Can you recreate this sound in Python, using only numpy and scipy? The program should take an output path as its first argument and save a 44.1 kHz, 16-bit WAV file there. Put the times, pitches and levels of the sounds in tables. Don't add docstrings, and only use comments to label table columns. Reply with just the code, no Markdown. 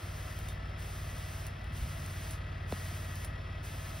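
import sys
import numpy as np
from scipy.fft import rfft, irfft, next_fast_len
from scipy.io import wavfile
from scipy.ndimage import map_coordinates

SR = 44100
rng = np.random.default_rng(int(sys.argv[2]) if len(sys.argv) > 2 else 0)


def bounce(signal):
    frames = np.transpose(np.atleast_2d(signal))
    limited = np.clip(frames, -1, 1)
    pcm = np.round(limited * 32767).astype(np.int16)
    wavfile.write(sys.argv[1], SR, pcm)


N = 176400

# (open [s], close [s], gain [dB], opening time [s])
BURSTS = [(-.1, 0.513, -1.5, .03), (0.783, 1.468, 0, .03), (1.744, 2.342, 0.5, 0.065),
          (2.693, 3.248, 2.1, 0.058), (3.637, 4.1, 1.8, 0.026)]
# (frequency [Hz], density [dB/Hz])
JET_SPECTRUM = [(300, -112), (1000, -90.5), (2000, -92), (3200, -93), (4200, -95), (5200, -94.5),
                (7300, -95.5), (9000, -96.5), (11000, -97), (13500, -97.5), (15800, -99)]
# (frequency [Hz], gain [dB])
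CLICK_COLOUR = [(1500, 3), (4000, -6.5), (7000, 0.5), (11000, -0.5), (13000, -1), (15800, -1)]
# (frequency [Hz], density [dB/Hz])
SINGING_SPECTRUM = [(4800, -130), (5200, -104), (5310, -90.5), (5420, -104), (5900, -130)]
# (time [s], gain [dB])
SINGING_GAIN = [(0, 1), (.65, 0.5), (1.6, -2), (2.5, -15), (3.45, 1), (4, -7)]

# (time [s], four-stroke cycle rate [Hz])
CYCLE_RATE = [(0, 18.23), (.5, 18.38), (1, 18.19), (1.5, 18.33), (2, 18.2), (2.5, 18.0), (3, 17.92),
              (3.5, 18.01), (4, 18.17)]
# (frequency [Hz], relative gain [dB])
PIPE_COLOUR = [(18, -61), (27, -35), (36, -6.5), (55, -1.5), (73, 7), (91, 0.5), (106, -3), (113, -6),
               (127, -11.5), (146, -8), (165, -9.5), (183, -17), (200, -22.5), (260, -30), (400, -43.5),
               (900, -80)]
# (time [s], level [dB])
EXHAUST_LEVEL = [(0, -40.5), (1.3, -40), (1.6, -41.5), (2.2, -40), (2.9, -38.3), (3.3, -40), (4, -40.3)]
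# (time [s], gain [dB])
BOOM_GAIN = [(0, -3), (.6, 2), (1.1, 0.5), (1.4, -4), (1.75, 1), (2.05, -5), (2.5, -.5), (2.95, -6.5),
             (3.4, -0.5), (3.7, -4), (4, -2)]
# (frequency [Hz], density [dB/Hz])
RUMBLE_SPECTRUM = [(22, -100), (33, -76), (60, -70.5), (110, -74.5), (170, -80), (260, -98), (400, -125)]
# (frequency [Hz], density [dB/Hz])
CLATTER_SPECTRUM = [(100, -105), (140, -91.5), (200, -78), (300, -83), (480, -84), (660, -79.5),
                    (900, -87.5), (1300, -83), (1500, -86), (1780, -85), (2020, -85), (2280, -89.5),
                    (2640, -88.5), (2900, -92.5), (3300, -90), (4000, -97), (5000, -99), (6000, -105),
                    (8000, -110.5), (11000, -113.5), (15800, -115)]
# (cycle rate multiple, width [Hz], start [dB], middle [dB], end [dB])
WHINE_TONES = [(19.2, 12, -68, -73, -68), (34.1, 8, -66.5, -63.5, -70), (35.9, 22, -67, -65.5, -62),
               (39.3, 40, -68, -68, -66), (57.5, 10, -80, -76, -71), (69.9, 30, -70, -67, -66),
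               (72, 11, -64.5, -67.5, -66), (96, 45, -68.5, -69, -68.5), (107.6, 20, -68.5, -63, -61.5),
               (143.2, 20, -78, -72, -68.5), (146.5, 60, -72, -75, -73), (179.3, 36, -80, -73, -68)]

# (time [s], level [dB])
TICKS = [(.389, -38.5), (.400, -46), (.529, -50), (.673, -57), (.6963, -56), (1.6427, -52), (2.0617, -38.5),
         (3.1557, -42)]
# (time [s], crack [dB], ring [dB], ring t60 factor)
SHUTS = [(0.4858, -38.5, -47.5, 1.2), (1.467, -37.5, -48.5, 1), (2.3087, -39, -43.5, 1.5),
         (3.2465, -36.5, -41.5, .9)]
# (frequency [Hz], gain [dB], t60 [s])
STEEL_MODES = [(7580, -6, 0.055), (10000, -7, 0.12), (10590, -13, .06), (11060, -6, 0.075),
               (13700, -10, .05)]

# (frequency [Hz], density [dB/Hz])
STUMBLE_SPECTRUM = [(25, -100), (45, -61), (80, -71), (125, -68.5), (220, -76), (330, -88.5), (700, -110)]
# (time [s], level before colouring [dB])
POPS = [(1.735, -38), (1.818, -28), (1.836, -32), (2.005, -30)]
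# (frequency [Hz], gain [dB])
POP_COLOUR = [(20, -12), (50, 3.5), (120, 6), (400, -16)]
# (frequency [Hz], gain [dB])
SWEEP_COLOUR = [(25, -18), (80, -4), (200, 1), (320, -5.5), (440, 1), (700, 1), (1000, -3), (1400, -8),
                (2400, -4), (3300, 4), (4100, 5), (5500, -14)]
# (frequency [Hz], gain [dB])
SNAP_COLOUR = [(1000, -6), (2200, -2), (3300, 5), (4100, 3), (5000, -12), (8000, -30)]

# (frequency [Hz], left phase lead [rad])
GUN_LEAD = [(1800, 0), (2500, .8), (3200, 0), (3800, .1), (4400, .8), (4900, .1), (6000, 1.4), (7300, 3.14),
            (9000, 5), (10300, 6.28), (12000, 7.7), (13700, 9.42), (15800, 11.6)]
# (frequency [Hz], left-right coherence [0-1])
GUN_COHERENCE = [(1000, 0.64), (3000, 1), (7300, 1), (15000, 0.92)]
# (frequency [Hz], left phase lead [rad])
ENGINE_LEAD = [(250, 0), (500, -.5), (650, -1.7), (900, -1), (1600, -.8), (2000, 0), (2500, .6), (3200, 0),
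               (5000, .2), (7300, 3.1), (10300, 6.3), (13700, 9.4), (15800, 11.6)]
# (frequency [Hz], left-right coherence [0-1])
ENGINE_COHERENCE = [(120, .999), (260, .94), (420, 0.54), (550, 0.33), (1200, 0.22), (1500, 0.24),
                    (2000, 0.77), (3200, 0.88), (6000, 1), (12000, 1)]
# (frequency [Hz], left over right [dB])
ENGINE_BALANCE = [(500, 0), (1000, .7), (1300, 3.5), (1600, 7.5), (1950, 5.5), (2300, 1.3), (3000, 0)]


def amp(db):
    return 10 ** (np.asarray(db) / 20)


def unit(x):
    return x / np.sqrt(np.mean(x ** 2) + 1e-20)


def along(points, hz):
    knots_hz, values = np.transpose(points)
    return np.interp(np.log(hz + 1), np.log(knots_hz + 1), values)


def clock():
    return np.arange(N) / SR


def curve(points):
    return np.interp(clock(), *np.transpose(points))


def wobble(rate_hz):
    return map_coordinates(rng.standard_normal(int(N * rate_hz / SR) + 4), [clock() * rate_hz])


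def fade(start_s, t60_s):
    age_s = clock() - start_s
    return (age_s >= 0) * amp(-60 * np.maximum(age_s, 0) / t60_s)


def filtered(x, response):
    size = next_fast_len(N + SR // 2)
    return irfft(rfft(x, size) * response(np.fft.rfftfreq(size, 1 / SR)), size)[..., :N]


def causal(x, colour):
    def response(hz):
        cepstrum = irfft(np.log(amp(along(colour, hz))))
        half = len(cepstrum) // 2
        cepstrum[1:half] *= 2
        cepstrum[half + 1:] = 0
        return np.exp(rfft(cepstrum))
    return filtered(x, response)


def stereo_noise(spectrum, coherence):
    def response(hz):
        angle_rad = np.arccos(np.clip(along(coherence, hz), -1, 1)) / 2
        return amp(along(spectrum, hz)) * [np.cos(angle_rad), np.sin(angle_rad)]
    white = rng.standard_normal((2, N)) * np.sqrt(SR / 2)
    mid, side = filtered(white, response)
    return np.array([mid + side, mid - side])


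def jet(surge_db=1.4, surge_s=.21, close_t60_s=.19, flutter_db=.5, drift_db=-1.0):
    t, flow = clock(), np.zeros(N)
    for open_s, close_s, gain_db, opening_s in BURSTS:
        rise = np.clip((t - open_s) / opening_s + .5, 0, 1)
        excess_db = surge_db * np.exp(-np.maximum(t - open_s, 0) / surge_s)
        emptying_db = -60 * np.maximum(t - close_s, 0) / close_t60_s
        flow += rise * amp(gain_db + excess_db + emptying_db)
    flicker = amp(flutter_db * wobble(35.14) + drift_db * wobble(6.43))
    return flow * flicker * (stereo_noise(JET_SPECTRUM, GUN_COHERENCE) + spits())


def spits(rate_hz=58, level_db=-52, spread_db=5):
    drops = rng.random(N) < rate_hz / SR
    return causal(drops * amp(level_db + spread_db * rng.standard_normal(N)), CLICK_COLOUR)


def singing():
    return amp(curve(SINGING_GAIN)) * stereo_noise(SINGING_SPECTRUM, GUN_COHERENCE)


def engine(start_cycles=-.57, clatter_depth=.13):
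    cycles = np.cumsum(curve(CYCLE_RATE)) / SR + start_cycles
    swell = 1 + clatter_depth * np.cos(4 * np.pi * cycles)
    clatter = swell * stereo_noise(CLATTER_SPECTRUM, ENGINE_COHERENCE)
    whine = fan_whine(cycles)
    throb = exhaust(cycles)
    rumble = stereo_noise(RUMBLE_SPECTRUM, ENGINE_COHERENCE)
    rumble += stumble(clock()) * stereo_noise(STUMBLE_SPECTRUM, ENGINE_COHERENCE)
    return throb + rumble + clatter + whine


def fan_whine(cycles, gain_db=1):
    t, whine = clock(), np.zeros(N)
    for multiple, width_hz, *levels_db in WHINE_TONES:
        level_db = np.interp(t, np.linspace(0, t[-1], len(levels_db)), levels_db)
        phase_rad = 2 * np.pi * multiple * cycles
        tone = wobble(width_hz) * np.cos(phase_rad) + wobble(width_hz) * np.sin(phase_rad)
        whine += amp(gain_db + level_db) * unit(tone)
    return whine


def firings(cycles, second_cylinder_db=-3, scatter_db=.6, stumble_scatter_db=.8, jitter_s=.0001):
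    due_cycles = (np.arange(int(cycles[-1]) + 1)[:, None] + [0, 3 / 8]).ravel()
    size_draw, time_draw = rng.standard_normal((len(due_cycles), 2)).T
    times_s = np.interp(due_cycles, cycles, clock(), left=-1, right=-1) + jitter_s * time_draw
    uneven_db = (scatter_db + stumble_scatter_db * stumble(times_s)) * size_draw
    cylinder = np.arange(len(due_cycles)) % 2
    sizes = amp(second_cylinder_db * cylinder + uneven_db)
    samples = np.round(times_s * SR).astype(int)
    heard = (samples >= 0) & (samples < N)
    return np.bincount(samples[heard], -sizes[heard], N)


def exhaust(cycles, detour_hz=122, detour_s=.039, boom_hz=65.6):
    pipe = unit(causal(firings(cycles), PIPE_COLOUR))
    arrived = filtered(pipe, lambda hz: np.exp(-2j * np.pi * detour_s * np.maximum(hz - detour_hz, 0)))
    throb = amp(curve(EXHAUST_LEVEL)) * arrived + pops()
    boom = filtered(throb, lambda hz: 1 / (1 + (hz / boom_hz) ** 10))
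    return throb + (amp(curve(BOOM_GAIN)) - 1) * boom


def valve(crack_t60_s=.022, tick_t60_s=.018, ping_hz=3660, ping_db=-49.5, ping_t60_s=.16):
    t, ring = clock(), np.zeros(N)
    cracks = sum(amp(level_db) * fade(tick_s, tick_t60_s) for tick_s, level_db in TICKS)
    for shut_s, crack_db, ring_db, t60_factor in SHUTS:
        cracks += amp(crack_db) * fade(shut_s, crack_t60_s)
        for hz, mode_db, t60_s in STEEL_MODES:
            mode = np.sin(2 * np.pi * hz * (t - shut_s))
            ring += amp(ring_db + mode_db) * fade(shut_s, t60_s * t60_factor) * mode
    ping_rad = 2 * np.pi * ping_hz * t + .28 * wobble(400)
    ping = amp(ping_db) * fade(SHUTS[0][0], ping_t60_s) * np.sin(ping_rad)
    return ring + ping + causal(cracks * rng.standard_normal(N), CLICK_COLOUR)


def stumble(times_s, centre_s=1.86, width_s=.37):
    return np.exp(-((times_s - centre_s) / width_s) ** 2)


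def pops(hz=68, t60_s=.093):
    t, thumps = clock(), np.zeros(N)
    for pop_s, level_db in POPS:
        thumps -= amp(level_db) * fade(pop_s, t60_s) * np.sin(2 * np.pi * hz * (t - pop_s))
    return causal(thumps, POP_COLOUR)


def plop(start_s=2.7232, attack_s=.0011, floor_hz=22, span_hz=5000, halving_s=.00034,
         sweep_db=-24.5, snap_db=-31):
    age_s = np.maximum(clock() - start_s, 0)
    pitch_hz = floor_hz + span_hz / (1 + age_s / halving_s)
    phase_rad = 2 * np.pi * np.cumsum(pitch_hz * (age_s > 0)) / SR
    envelope = fade(start_s, t60_s=.078) * (1 - np.exp(-age_s / attack_s))
    sweep = causal(envelope * np.sin(phase_rad), SWEEP_COLOUR)
    snap = causal(fade(start_s, t60_s=.006) * rng.standard_normal(N), SNAP_COLOUR)
    return amp(sweep_db) * sweep + amp(snap_db) * snap


def ports(x, lead, balance=None):
    def response(hz):
        split = np.array([[.5], [-.5]])
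        gain = amp(split * along(balance, hz)) if balance else 1
        return gain * np.exp(1j * split * along(lead, hz))
    return filtered(x, response)


def scene():
    gun = jet() + valve() + singing()
    return ports(gun, GUN_LEAD) + ports(engine(), ENGINE_LEAD, ENGINE_BALANCE) + plop()


def record(dry):
    return filtered(dry, lambda hz: hz < 15760)


dry = scene()
out = record(dry)
bounce(out)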